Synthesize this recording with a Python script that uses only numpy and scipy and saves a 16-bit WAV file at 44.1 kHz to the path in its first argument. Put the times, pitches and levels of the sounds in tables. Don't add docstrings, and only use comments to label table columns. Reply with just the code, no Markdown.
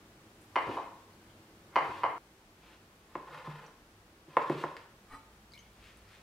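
import sys
import numpy as np
from scipy import signal
from scipy.fft import rfft, irfft
from scipy.io import wavfile
from scipy.ndimage import uniform_filter1d

SR = 44100
rng = np.random.default_rng(int(sys.argv[2]) if len(sys.argv) > 2 else 0)


def waveform_to_disk(signal):
    frames = np.transpose(np.atleast_2d(signal))
    scaled = np.clip(frames, -1, 1) * 32767
    samples = np.round(scaled).astype(np.int16)
    wavfile.write(sys.argv[1], SR, samples)


N = 274302
T = np.arange(N) / SR


def undb(db):
    return 10 ** (np.asarray(db) / 20)


def unit(x):
    return x / np.sqrt(np.mean(x ** 2))


def ring(x, hz, t60):
    t60 = np.clip(t60, .003, 1.2)
    pole = np.exp(2j * np.pi * hz / SR - np.log(1000) / (t60 * SR))
    return signal.lfilter([1], [1, -pole], x).imag


def band(x, hz, width):
    b, a = signal.iirpeak(hz, hz / width, SR)
    return signal.lfilter(b, a, x)


def highpass(x, order, hz):
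    return signal.sosfilt(signal.butter(order, hz, "high", fs=SR, output="sos"), x)


def add(out, s, piece):
    i = int(s * SR)
    out[i:i + len(piece)] += piece[:N - i]


def walk(rate):
    hold = max(int(SR / rate), 100)
    steps = np.repeat(rng.standard_normal(N // 100 + 1), hold)[:N]
    return 1.2 * uniform_filter1d(steps, hold)


def grains(spread_db):
    sizes = undb(spread_db * rng.exponential(size=N))
    return unit(rng.standard_normal(N) * sizes)


def crack(t, t60, hz, width):
    burst = band(band(rng.standard_normal(len(t)), hz, width), hz, width)
    return unit(burst) * undb(-60 * t / t60)


def colour(x, peaks):
    return unit(sum(undb(db) * band(band(x, hz, width), hz, width) for hz, width, db in peaks))


def stroke(start, hold, rise_db_s, fall_db_s):
    before = np.maximum(start - T, 0)
    after = np.maximum(T - start - hold, 0)
    return undb(-rise_db_s * before - fall_db_s * after)


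def place(s):
    moves = [0, 2.181, 4.96, 7]
    return np.searchsorted(moves, s, side="right") - 1


def background():
    # (frequency [Hz], density [dB per Hz])
    air_spectrum = [(12, -63), (30, -2.5), (74, -5), (107, -6), (142, -3.5), (241, -3.5), (270, -16),
                    (347, -6.5), (499, -9), (825, -10.5), (1440, -14.5), (2750, -19.5), (16000, -32.5)]
    air_levels = [-61, -62.5, -62]
    # (frequency [Hz], width [Hz], level from side [dB], from front [dB], by the bowl [dB])
    hum_bands = [(100, 2.7, -68, -73.5, -73), (205, 47, -69, -99, -76), (316.4, 39, -66, -70.5, -75.5),
                 (370, 220, -70.5, -76, -83), (55.7, 4.7, -80.5, -73, -68)]
    hz, db = np.transpose(air_spectrum)
    f = np.maximum(np.fft.rfftfreq(N, 1 / SR), 1)
    shape = undb(np.interp(np.log(f), np.log(hz), db))
    air = irfft(rfft(rng.standard_normal((2, N))) * shape, N)
    here = place(T)
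    air = air / np.std(air[0]) * undb(np.array(air_levels)[here] + 0.13 * walk(2.72))
    for hum_hz, width, *levels in hum_bands:
        hum = unit(band(rng.standard_normal(N), hum_hz, width))
        air[0] += hum * undb(np.array(levels)[here])
    return air


def kitchen(echoes, room_db):
    # (frequency [Hz], t60 [s])
    decay = [(125, 0.26), (250, 0.52), (500, 0.62), (1000, 0.63), (2000, 0.55), (4000, 0.11), (12000, 0.19)]
    t = np.arange(SR) / SR
    hz, t60 = np.transpose(decay)
    tail = np.zeros((2, SR))
    for f in 100 * 2. ** np.arange(0, 7.6, .5):
        fade = undb(-60 * t / np.interp(np.log(f), np.log(hz), t60))
        tail += band(rng.standard_normal((2, SR)), f, f / 2) * fade / np.sqrt(f)
    tail = np.diff(tail, prepend=0) + 0.11 * tail
    tail = highpass(tail, 4, 242)
    tail *= 1 - np.exp(-(t / .01) ** 2)
    out = undb(room_db) * tail / np.sqrt(np.sum(tail[0] ** 2))
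    out[1] *= undb(-4)
    out[0, 0] += 1
    for ms, db, share in echoes:
        out[:, int(ms * SR / 1000)] += undb(db) * np.array([1, share])
    return out


def brushing():
    # (start [s], hold [s], level [dB])
    hand_strokes = [(5.842, 0.045, -61), (6.127, 0.012, -60.5)]
    # (frequency [Hz], width [Hz], gain [dB])
    skin_peaks = [(900, 650, -11), (1500, 1100, 5), (2100, 2800, 20), (3600, 2000, -13), (6650, 4000, -6)]
    drag = sum(undb(db) * stroke(s, hold, rise_db_s=169, fall_db_s=147) for s, hold, db in hand_strokes)
    return drag * colour(grains(3.3) * undb(0.63 * walk(30)), skin_peaks)


def water_and_ticks():
    # (time [s], peak [dB], frequency [Hz], t60 [s], upward glide [share of frequency])
    drips = [(5.52, -51.5, 4880, .025, 0.035), (5.53, -62, 10300, 0.0089, .04),
             (5.536, -47.5, 3700, 0.026, 0.19), (5.536, -56.5, 2220, 0.44, 0.015),
             (5.543, -56, 4800, 0.013, 0.33), (5.55, -61, 3300, 0.012, 0.23),
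             (5.555, -60, 12900, .012, .03), (5.577, -47, 2990, 0.024, 0.022),
             (5.59, -54.5, 5950, 0.053, 0.092), (5.599, -68, 3320, 0.48, 0.015)]
    # (time [s], starting level [dB], frequency [Hz], width [Hz])
    ticks = [(0.413, -66.5, 8400, 5000), (1.13, -64, 4440, 607), (1.235, -80, 11000, 4000),
             (1.295, -60.5, 3030, 800), (3.663, -57.5, 5780, 1500), (5.972, -62, 9500, 4000)]
    splash_db = -12.5
    out, t = np.zeros(N), np.arange(SR // 2) / SR
    for s, db, hz, t60, glide in drips:
        rise = glide * (1 - np.exp(-6 * t / t60))
        pitch = hz * (1 + rise + 0.032 * walk(141)[:len(t)])
        tone = undb(db - 60 * t / t60) * np.sin(2 * np.pi * np.cumsum(pitch) / SR)
        add(out, s, tone)
        add(out, s, undb(db + splash_db) * crack(t, 0.02, 4800, 8000))
    for s, db, hz, width in ticks:
        add(out, s, undb(db) * crack(t, 0.022, hz, width))
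    return out


def nudged_bowl():
    # (frequency [Hz], gain [dB], t60 [s])
    bowl_modes = [(60, -5, 0.11), (280, -8, 0.1), (888, -5.5, 0.34), (1251, 4, 0.067), (1110, -4, .04),
                  (1350, -3, 0.055), (1510, -7, 0.036), (1800, 6, 0.0098), (2220, -11, 0.19),
                  (2900, -17, 0.036), (4002, -17, 0.42), (4560, -20, .03), (4870, -26, .15),
                  (5790, -31, 0.33), (8000, -22, 0.22), (9100, -17, 0.043), (9900, -21, .04),
                  (10840, -22, .05), (11700, -32, .08)]
    scrape = stroke(5.125, hold=0.022, rise_db_s=444, fall_db_s=600)
    slips = undb(-48) * scrape * grains(3.0)
    reference = np.std(sum(undb(db) * ring(grains(0), hz, t60) for hz, db, t60 in bowl_modes[:4]))
    return sum(undb(db) * ring(slips, hz, t60) for hz, db, t60 in bowl_modes) / reference


def board(force, column, parts_db, longer=1):
    # (frequency [Hz], t60 before longer [s], gain from the side [dB], gain from the front [dB])
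    board_modes = [(149.9, 0.27, -24.5, -16), (299, 0.016, -22.5, -8.5), (361, 0.025, -13, -4.5),
                   (489, 0.043, -30, -3), (548.7, 0.038, -2, -1), (696.4, 0.032, 0.5, -1.5),
                   (987, 0.02, 6, -2.5), (1054, 0.018, 7, 8), (1205, 0.022, -13, -13),
                   (1502, 0.029, -16.5, -9.5), (1828, 0.0054, -9, 7), (2126, 0.023, -3, -7.5),
                   (2536, 0.0066, 0.5, -2), (3074, 0.0053, 8.5, -12), (3700, 0.0074, 8, -24),
                   (4680, 0.017, -54, -35), (5500, 0.004, -57, -67)]
    # (frequency [Hz], t60 before longer [s], gain [dB])
    side_bounce = (111, 0.039, -23)
    low_hz, high_hz = 420, 1500
    bounce_db, low_db, high_db = parts_db
    modes = []
    for k, (hz, t60, *gains) in enumerate(board_modes):
        if k == column == 0:
            hz, t60, gains[0] = side_bounce
        if k == 0:
            part_db = bounce_db
        else:
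            part_db = low_db * (hz < low_hz) + high_db * (hz > high_hz)
        ringing = ring(force, hz, longer * t60)
        radiated = band(band(ringing, hz, hz), hz, 1.2 * hz)
        modes.append(undb(gains[column] + part_db) * radiated)
    bending = highpass(sum(modes[1:]), 3, 250)
    return modes[0] + bending


def knocks():
    # (time [s], peak before the crack [dB], contact [ms], board bounce [dB], low modes [dB], high modes [dB])
    hits = [(0.5575, -18, 0.39, -16, 11, 8.5), (0.669, -34, 1.54, 13, 6, 0), (.687, -31.5, 2.2, 5, 12, -1),
            (0.7691, -28.5, 0.73, -13, 5.5, 5.5), (1.7578, -15.5, 0.4, -6, 9.5, 6.5),
            (1.877, -49, 2.7, 27, 14, 0), (1.892, -43, 2.4, 13, 22, 0), (2.034, -19, 0.4, -34, 7, 2.5),
            (3.1535, -24.5, 0.21, -7.5, 8.5, -1), (3.472, -34.5, 0.42, 3, 7, -17),
            (3.475, -37.5, 3.8, 18, 23, -2), (3.529, -51, 3.5, 18, -6, -4), (4.28, -46.5, 1.4, 8, 10.5, 0),
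            (4.3686, -8.5, 0.28, -19, 0, -0.5), (4.4974, -29, 0.19, 6, 4, 26),
            (4.498, -18, 1.26, -3.5, 9.5, -12), (4.547, -39, 2.1, 17, 1, -2),
            (4.6378, -19.5, 0.56, -4.5, 5, 6.5), (4.7669, -33.5, 0.097, 11, -15, 28.5)]
    out, t = np.zeros(N), np.arange(SR // 3) / SR
    for s, db, ms, *parts_db in hits:
        push = np.sin(np.pi * np.clip(t * 1000 / max(ms, .05), 0, 1))
        knock = board(push, place(s), parts_db)
        crack_db = -38 + 0.8772 * parts_db[2]
        edge = undb(crack_db) * crack(t, .012, 3200, 4500)
        add(out, s, undb(db) * (knock / np.abs(knock).max() + edge))
    return out


def sawing():
    # (start [s], hold [s], edge hiss [dB], board rub [dB])
    saw_strokes = [(0.604, 0.038, -62, -52.5), (0.715, 0.024, -58.5, -56), (0.798, 0.034, -72, -62.5),
                   (1.798, 0.051, -64.5, -51), (1.867, .12, -63.5, -66), (2.04, 0.062, -70.5, -54.5),
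                   (2.633, .11, -65, -65.5), (3.156, 0.033, -66, -58), (3.281, 0.021, -66, -56),
                   (3.345, 0.0085, -57.5, -50.5), (3.417, 0.055, -59, -50.5), (3.53, 0.12, -60, -53),
                   (4.3, 0.057, -76, -80), (4.377, .06, -58, -51), (4.472, 0.015, -53, -47),
                   (4.549, 0.082, -53.5, -52), (4.694, 0.14, -64.5, -62)]
    # (frequency [Hz], width [Hz], gain [dB])
    edge_peaks = [(1710, 300, -18), (2400, 1840, 32.5), (3330, 2400, 15.5), (4800, 7900, 0),
                  (6700, 4500, -2), (9500, 620, -11), (12100, 1400, 5)]
    slips = grains(2.0) * undb(2.5 * walk(70))
    hiss = colour(slips, edge_peaks)
    rub = unit(board(slips, 1, (0, 0, 6), longer=0.77))
    out = np.zeros(N)
    for s, hold, edge_db, rub_db in saw_strokes:
        movement = stroke(s, hold, rise_db_s=252, fall_db_s=266)
        out += movement * (undb(edge_db) * hiss + undb(rub_db) * rub)
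    return out


def scene():
    # (delay [ms], level [dB], side signal [share of mid])
    first_echoes = [
        [(5.12, 3.5, 0.11), (15.12, -4, .3), (29.23, -6, -0.25)],
        [(5.785, -7, 0.19), (13.62, -16, 0.12), (23.48, -20, -.2)],
        [(5.91, -12, 0.19), (15.26, -7.5, 0.56), (24.5, -17, -0.16)],
    ]
    tail_levels = [3.5, -6, -7.5]
    dry = knocks() + sawing() + nudged_bowl() + water_and_ticks() + brushing()
    out = background()
    for k, (echoes, room_db) in enumerate(zip(first_echoes, tail_levels)):
        here = place(T) == k
        heard = signal.fftconvolve((dry * here)[None], kitchen(echoes, room_db), axes=1)[:, :N]
        out += here * heard
    mid, side = out
    return np.array([mid + side, mid - side])


def record(dry):
    mid, side = (dry[0] + dry[1]) / 2, (dry[0] - dry[1]) / 2
    side = highpass(side, 4, 1025) + undb(-42) * side
    left = undb(3.5)
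    side = side + (left - 1) / (left + 1) * band(mid, 6400, 7800)
    top_cut = signal.ellip(10, .2, 70, 15750, fs=SR, output="sos")
    return signal.sosfilt(top_cut, np.array([mid + side, mid - side]))


dry = scene()
out = record(dry)
waveform_to_disk(out)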